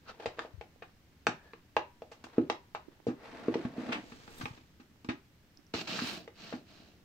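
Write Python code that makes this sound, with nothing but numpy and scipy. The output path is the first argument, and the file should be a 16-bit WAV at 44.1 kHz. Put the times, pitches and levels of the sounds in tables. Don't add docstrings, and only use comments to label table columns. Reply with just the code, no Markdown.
import sys
import numpy as np
from scipy import signal
from scipy.fft import rfft, irfft, next_fast_len
from scipy.io import wavfile
from scipy.ndimage import uniform_filter1d

SR = 44100
rng = np.random.default_rng(int(sys.argv[2]) if len(sys.argv) > 2 else 0)


def output_pcm(signal):
    pcm = np.clip(np.atleast_2d(signal).T, -1, 1) * 32767
    wavfile.write(sys.argv[1], SR, np.round(pcm).astype(np.int16))


N = 310464


def amp(db):
    return 10 ** (np.asarray(db) / 20)


def unit_rms(x):
    return x / np.sqrt(np.mean(x ** 2) + 1e-20)


def lookup(table, hz):
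    freq_hz, value = np.transpose(table)
    return np.interp(np.log(hz + 1), np.log(freq_hz), value)


def add(mix, start_s, sound):
    part = mix[:, max(round(start_s * SR), 0):][:, :sound.shape[-1]]
    part += sound[..., :part.shape[1]]


def colour(x, spectrum, size=2048):
    log_gain = np.log(amp(lookup(spectrum, abs(np.fft.fftfreq(size, 1 / SR)))))
    taps = np.fft.ifft(np.exp(np.conj(signal.hilbert(log_gain)))).real
    return signal.fftconvolve(x, taps[None], axes=1)[:, :x.shape[1]]


def low_cut(x, hz):
    return signal.lfilter(*signal.butter(3, hz, "high", fs=SR), x)


def correlate(x, coherence):
    left, other = rfft(x)
    shared = lookup(coherence, np.fft.rfftfreq(x.shape[1], 1 / SR))
    right = shared * left + np.sqrt(1 - shared ** 2) * other
    return irfft([left, right], x.shape[1])


def place(x, bearing):
    lag_s = .00024 * bearing * np.array([[1], [-1]])
    hz = np.fft.rfftfreq(x.shape[1], 1 / SR)
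    return irfft(rfft(x) * np.exp(-2j * np.pi * hz * lag_s), x.shape[1])


def panel_pulse(cycles, peak_cycles):
    age = cycles / peak_cycles
    return age * np.exp(1 - age) * np.sin(2 * np.pi * cycles)


def stroke(start_s, level_db, hold_s, rise_s, fall_s, bend=1):
    t = np.arange(N) / SR - start_s
    away = np.maximum(-t, 0) / rise_s + np.maximum(t - hold_s, 0) / fall_s
    return amp(level_db) * 10 ** -np.minimum(away ** bend, 10)


# freq_hz, gain_db
AIR_SPECTRUM = [(20, -11.5), (35, -26.5), (70, -8), (130, -11.5), (300, -16.5), (450, -24), (1000, -30.5),
                (1700, -28), (3600, -33), (5500, -35.5), (7500, -40.5), (10000, -46), (13000, -41.5),
                (16000, -41.5)]
# freq_hz, coherence
DIFFUSE_COHERENCE = [(30, 0.86), (120, 0.88), (300, 0.97), (700, 0.68), (1400, 0.12), (5000, .05)]

def air(level_db=-63.2):
    noise = correlate(rng.standard_normal((2, N)), DIFFUSE_COHERENCE)
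    return amp(level_db) * unit_rms(colour(noise, AIR_SPECTRUM))


# freq_hz, t60_s
ROOM_DECAY = [(120, .3), (320, 0.18), (840, 0.25), (2200, 0.26), (6000, .21), (14000, 0.082)]
# freq_hz, gain_db
ROOM_SPECTRUM = [(100, -2.5), (300, 3.8), (800, -1.5), (3000, -1.5), (6000, 3), (12000, 5)]
# delay_s, gain
ROOM_ECHOES = [(.0045, 0.44), (.0092, .2), (0.017, .16), (.0255, .14), (.051, 0.035)]

def room(x, tail_db=-7, build_s=.0013, size=256):
    hz, t, bands = signal.stft(rng.standard_normal((2, SR // 2)), SR, nperseg=size)
    decay = np.exp(-np.log(1000) * t / lookup(ROOM_DECAY, hz)[:, None])
    tail = signal.istft(bands * decay, SR, nperseg=size)[1]
    build_up = 1 - np.exp(-np.arange(tail.shape[1]) / (build_s * SR))
    tail = correlate(tail, DIFFUSE_COHERENCE) * build_up
    response = amp(tail_db) * colour(tail / np.linalg.norm(tail[0]), ROOM_SPECTRUM)
    for delay_s, gain in ROOM_ECHOES:
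        arrival_s = delay_s + rng.uniform(-.0002, .0002, 2)
        response[[0, 1], np.round(arrival_s * SR).astype(int)] += gain
    return signal.fftconvolve(x, response, axes=1)[:, :N]


# freq_hz, left_minus_right_db
PORT_BALANCE = [(400, -0.1), (1200, 1), (1750, 4), (2500, 0), (3100, 0.5), (3600, -2), (4200, -8),
                (5400, -7.5), (7000, -4), (8500, 1), (15000, -1)]

def microphone_ports(x):
    side_db = lookup(PORT_BALANCE, np.fft.rfftfreq(N, 1 / SR))
    gain = amp([side_db / 2, -side_db / 2])
    gain /= np.sqrt(np.mean(gain ** 2, 0))
    return irfft(rfft(x) * gain, N)


# start_s, level_db, pitch_hz, left_minus_right_db
CAMERA_BUMPS = [(0.268, -52, 109, 25), (0.537, -50.5, 97, 25), (0.576, -46.5, 69, 18), (3.073, -37, 115, 4),
                (3.648, -43, 126, 16), (4.434, -35.5, 125, 6), (4.506, -40, 122, 3), (5.084, -39.5, 108, 1),
                (5.74, -41, 90, 0)]

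def camera_bumps():
    out, t = np.zeros((2, N)), np.arange(SR // 5) / SR
    for start_s, level_db, pitch_hz, side_db in CAMERA_BUMPS:
        gain = amp([[level_db + side_db / 2], [level_db - side_db / 2]])
        add(out, start_s, gain * panel_pulse(pitch_hz * t, peak_cycles=.53))
    return low_cut(out, hz=40)


# freq_hz, coherence
CONTACT_COHERENCE = [(100, 0.51), (400, 1), (1200, 0.4), (4000, 0.23), (12000, 0.9)]

def friction(envelope, spectrum, grain_db, clump_db, bearing, clump_samples=220):
    moving = np.flatnonzero(envelope > amp(-100))
    span = slice(moving[0], moving[0] + next_fast_len(moving[-1] - moving[0]))
    slips = rng.standard_normal((2, N))[:, span]
    slips *= amp(grain_db * np.minimum(rng.exponential(1, N)[span], 6))
    catching = uniform_filter1d(rng.standard_normal(N)[span], clump_samples)
    catching = unit_rms(uniform_filter1d(catching, clump_samples))
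    clumped = correlate(slips, CONTACT_COHERENCE) * amp(clump_db * catching)
    hiss = unit_rms(colour(clumped, spectrum))
    out = np.zeros((2, N))
    out[:, span] = envelope[span] * place(hiss, bearing)
    return out


# start_s, level_db, hold_s, rise_s, fall_s
WHISTLE_ENVELOPE = (1.4, -68, .12, .03, .02)
# freq_hz, gain_db
WHISTLE_SPECTRUM = [(1100, -60), (1600, -11.5), (1710, 0), (1820, -13), (2600, -60)]

def faint_whistle():
    return friction(stroke(*WHISTLE_ENVELOPE), WHISTLE_SPECTRUM, grain_db=-2.5, clump_db=1, bearing=0)


# peak_s, hiss_db, fizz_db
SLEEVE_SWINGS = [(4.11, -58.5, -75), (4.41, -53.5, -59)]
# freq_hz, gain_db
SLEEVE_SPECTRUM = [(100, -2), (220, -1.5), (570, -9), (1500, -11.5), (4200, -14), (8000, -23), (12000, -55)]
# freq_hz, gain_db
FIZZ_SPECTRUM = [(4000, -14), (8000, 14), (12000, 9), (16000, 11)]

def sleeve(rise_s=.36, fall_s=.28, fizz_share=.42):
    swing, fastest = np.zeros((2, N))
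    for peak_s, hiss_db, fizz_db in SLEEVE_SWINGS:
        swing += stroke(peak_s, hiss_db, 0, rise_s, fall_s)
        fastest += stroke(peak_s, fizz_db, 0, fizz_share * rise_s, fizz_share * fall_s)
    hiss = friction(swing, SLEEVE_SPECTRUM, grain_db=3.5, clump_db=1.2, bearing=-.6)
    fizz = friction(fastest, FIZZ_SPECTRUM, grain_db=0, clump_db=2.5, bearing=-.503)
    return hiss + fizz


# peak_s, level_db, swell_s
BRUSH_STROKES = [(0.12, -59, .08), (0.235, -49.5, .07), (0.42, -51, .11), (1.47, -66, .2),
                 (2.35, -58.5, .24), (2.93, -70, .25)]
# freq_hz, gain_db
BRUSH_SPECTRUM = [(150, -25), (330, 4.5), (800, 3), (1700, -3.5), (4000, -11), (9000, -29), (14000, -45)]
# start_s, level_db, hold_s, rise_s, fall_s
SQUEAK_STROKE = (0.092, -46, .01, .036, .025)
# freq_hz, gain_db
SQUEAK_SPECTRUM = [(400, -8.5), (1150, -5.5), (1350, 4), (1600, -8), (2250, -15), (2700, -9), (3300, -19),
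                   (4200, -10.5), (9000, -40)]

def hands():
    brushing = sum(stroke(peak_s, db, 0, swell_s, swell_s) for peak_s, db, swell_s in BRUSH_STROKES)
    brush = friction(brushing, BRUSH_SPECTRUM, grain_db=-1, clump_db=3, bearing=-.15)
    squeak = friction(stroke(*SQUEAK_STROKE), SQUEAK_SPECTRUM, grain_db=2, clump_db=1.5, bearing=-.086)
    return brush + squeak


# start_s, level_db, pitch_hz
PLASTIC_TICKS = [(5.573, -45.5, 5200), (5.667, -55.5, 5590)]

def plastic_ticks():
    out, t = np.zeros((2, N)), np.arange(SR // 20) / SR
    for start_s, level_db, pitch_hz in PLASTIC_TICKS:
        add(out, start_s, amp(level_db) * panel_pulse(pitch_hz * t, peak_cycles=1.8))
    return out


# start_s, level_db, hold_s
DESK_PULLS = [(3.245, -53.3, .41), (3.79, -51, .18)]
# freq_hz, gain_db
DRAG_SPECTRUM = [(260, -41), (450, 4.5), (884, 1.5), (1840, -1.5), (2730, -7), (2990, -10), (4060, -11),
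                 (10100, -32), (15000, -49)]
# freq_hz, gain_db
DESK_SPECTRUM = [(60, -24), (150, -3), (290, 6.5), (420, -7), (700, -1), (1300, -51.5)]
# start_s, level_db, hold_s, rise_s, fall_s
RASP_STROKE = (3.926, -33.5, .004, .011, .06)
# freq_hz, gain_db
RASP_SPECTRUM = [(300, -10), (870, 3.5), (1600, 1.5), (2750, 1.5), (4100, -10), (8000, -24.5), (10000, -41),
                 (15000, -39)]

def desk_drag(overhang_s=3.45, judder_db=3.8, judder_rise_db_per_s=50):
    pull = sum(stroke(*row, rise_s=.1, fall_s=.1) for row in DESK_PULLS)
    to_rim_s = np.maximum(overhang_s - np.arange(N) / SR, 0)
    shaking = pull * amp(judder_db - judder_rise_db_per_s * to_rim_s)
    hiss = friction(pull, DRAG_SPECTRUM, grain_db=3, clump_db=1.4, bearing=.058)
    judder = friction(shaking, DESK_SPECTRUM, grain_db=4, clump_db=2.5, bearing=.047)
    rasp = friction(stroke(*RASP_STROKE), RASP_SPECTRUM, grain_db=1.5, clump_db=.6, bearing=.45)
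    return hiss + judder + rasp


# start_s, level_db, hold_s, rise_s, fall_s
SHELF_PUSHES = [(5.739, -41.5, .075, .003, .01), (5.825, -54.5, .045, .01, .01),
                (5.875, -40.8, .19, .004, .158), (6.425, -53.8, .085, .08, .105),
                (6.72, -62.5, .01, .08, .28)]
# freq_hz, gain_db
PUSH_SPECTRUM = [(300, -29), (480, -9), (800, -4), (1080, -3.5), (1350, 0), (2050, -4), (2450, 0),
                 (2750, 3), (3450, -3.5), (4100, 2), (4700, -2), (8000, -18), (9800, -49), (12200, -25),
                 (16000, -38)]
# freq_hz, gain_db
SHELF_SPECTRUM = [(60, -32), (135, 1), (200, 5.5), (255, -2), (345, 3), (480, -10), (700, -0.5),
                  (1200, -33.5)]

def shelf_push():
    tightest_s, squeeze_width_s, squeeze_db = 6.1, .1, -16
    firm_push_db, judder_db, judder_db_per_db, lag_s = -41, -47.5, .72, .022
    t = np.arange(N) / SR
    push = sum(stroke(*row, bend=2) for row in SHELF_PUSHES)
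    squeeze = amp(squeeze_db) * np.exp(-((t - tightest_s) / squeeze_width_s) ** 2)
    drive = (push / amp(firm_push_db)) ** judder_db_per_db
    pole = np.exp(-1 / (lag_s * SR))
    shaking = amp(judder_db) * signal.lfilter([1 - pole], [1, -pole], drive)
    hiss = friction(push, PUSH_SPECTRUM, grain_db=3, clump_db=.9, bearing=-.05)
    fizz = friction(push * squeeze, FIZZ_SPECTRUM, grain_db=3, clump_db=2, bearing=-.043)
    judder = friction(shaking, SHELF_SPECTRUM, grain_db=3.5, clump_db=3.5, bearing=-.28)
    return hiss + fizz + judder


# pitch_hz, gain_db, t60_s
BODY_MODES = [(125.5, 6, .22), (166.8, 4, 0.06), (300, -7, 0.112), (399.3, 1, .4), (590, -7, .25),
              (849, 2.5, 0.06), (967.4, 3.5, 0.4), (1279, 3.5, 0.087), (1835, 0.5, 0.35), (2843, 0, 0.12)]

def body_ringing(knocks):
    t = np.arange(SR // 2) / SR
    response = np.zeros_like(t)
    for pitch_hz, gain_db, t60_s in BODY_MODES:
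        decay_per_s = np.log(1000) / t60_s
        mode = np.exp(-decay_per_s * t) * np.sin(2 * np.pi * pitch_hz * t)
        response += amp(gain_db) * 2 * decay_per_s / SR * mode
    return signal.fftconvolve(knocks, response[None], axes=1)[:, :N]


# start_s, thump_db, thump_hz, crack_db, cutoff_hz, contact_s
BINDER_KNOCKS = [ (0.198, -37, 600, -29, 4000, .013), (0.258, -21.5, 590, -12, 5100, .007),
                 (0.385, -32.5, 540, -26, 3000, .004), (0.392, -25, 1480, -14.5, 3060, .0016),
                 (0.449, -34.5, 560, -37, 3000, .006), (0.611, -32, 738, -22.5, 3250, .0027),
                 (0.822, -36.5, 680, -21, 2500, .009), (1.2683, -14.5, 830, 2.5, 4240, .001),
                 (1.285, -31, 190, -19, 2000, .006), (1.534, -39, 409, -23.5, 2330, .002),
                 (1.7663, -14, 900, -2, 2100, .0021), (2.020, -32.5, 580, -29.5, 4490, .0027),
                 (2.116, -42, 500, -25.5, 7000, .015), (2.24, -41, 300, -21.5, 10900, .006),
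                 (2.3814, -11, 323, -16, 1350, .0057), (2.499, -22, 920, -4.5, 3850, .0025),
                 (2.7486, -24, 930, -15.5, 3200, .0068), (3.0675, -20.5, 420, -22, 8200, .02),
                 (3.084, -21.5, 275, -20, 1470, .022), (3.4826, -15.5, 345, -18, 1500, .0042),
                 (3.541, -26, 910, -13, 3830, .004), (3.555, -19, 355, -35, 1500, .003),
                 (3.650, -25, 225, -21.5, 2460, .008), (3.78, -25.5, 262, -30, 4060, .022),
                 (3.891, -27.5, 278, -18.5, 2000, .006), (4.119, -44, 220, -26.5, 3550, .007),
                 (4.278, -48.5, 192, -25, 2930, .002), (4.411, -35, 290, -15.3, 5100, .011),
                 (4.456, -32.5, 322, -10.5, 3000, .0014), (4.575, -48, 330, -32, 4000, .006),
                 (4.798, -46.5, 266, -32.5, 6200, .017), (5.046, -42, 258, -27.5, 7000, .003),
                 (5.088, -23, 290, -10, 3600, .014), (5.739, -25, 334, -12.5, 4040, .0076),
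                 (5.991, -21.5, 1484, -28, 2460, .003), (6.019, -27, 242, -38, 3000, .006),
                 (6.277, -37, 520, -25.5, 3300, .0025), (6.525, -30, 605, -18.5, 2020, .009),
                 (6.536, -30, 248, -21.5, 1300, .0046), ]
# freq_hz, gain_db
CRACK_SPECTRUM = [(100, -35), (300, -5.5), (700, 1), (1300, 2.5), (2000, -1.5), (2800, -1.5), (3250, -6),
                  (4100, -5), (5200, -9), (8000, -14), (9700, -26.5), (15000, -21)]
# time_s, bearing
BINDER_PATH = [(2.0, .04), (3.07, -.35), (3.6, .2), (4.41, -.7), (4.8, -.65), (5.09, .75), (5.74, -.25)]

def binder_knocks(peak_cycles=.46, grit=.97, seating_share=.09, size=8192):
    thud_delay_s, thud_re_crack_db, thud_hz = .0013, -28, 350
    out = np.zeros((2, N))
    t = np.maximum(np.arange(size) - 16, 0) / SR
    first_touch = 4 * (np.cumsum(t > 0) == 1)
    for start_s, thump_db, thump_hz, crack_db, cutoff_hz, contact_s in BINDER_KNOCKS:
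        chatter = correlate(rng.standard_normal((2, size)), CONTACT_COHERENCE) * np.exp(-t / contact_s)
        chatter *= 1 - np.exp(-t / (seating_share * contact_s))
        crack = colour(grit * chatter + first_touch, CRACK_SPECTRUM)
        crack = signal.lfilter(*signal.butter(2, cutoff_hz, fs=SR), crack)
        crack *= amp(crack_db) / np.linalg.norm(crack.mean(0))
        thump = amp(thump_db) * panel_pulse(thump_hz * t, peak_cycles)
        thud_cycles = thud_hz * np.maximum(t - thud_delay_s, 0)
        thud = amp(crack_db + thud_re_crack_db) * panel_pulse(thud_cycles, peak_cycles)
        bearing = np.interp(start_s, *np.transpose(BINDER_PATH))
        add(out, start_s, place(crack + thump + thud, bearing))
    return low_cut(out, hz=105)


def scene():
    knocks = binder_knocks()
    knocks += amp(-5.5) * body_ringing(knocks)
    soft = hands() + faint_whistle() + desk_drag() + sleeve() + shelf_push() + plastic_ticks()
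    reflected = room(knocks + amp(-6.5) * soft)
    airborne = knocks + amp(1.6) * soft + reflected + air()
    return microphone_ports(airborne) + camera_bumps()


def record(dry, cutoff_hz=15800):
    taps = signal.firwin(511, cutoff_hz, window=("kaiser", 9), fs=SR)
    return signal.oaconvolve(dry, taps[None], "same")


dry = scene()
out = record(dry)
output_pcm(out)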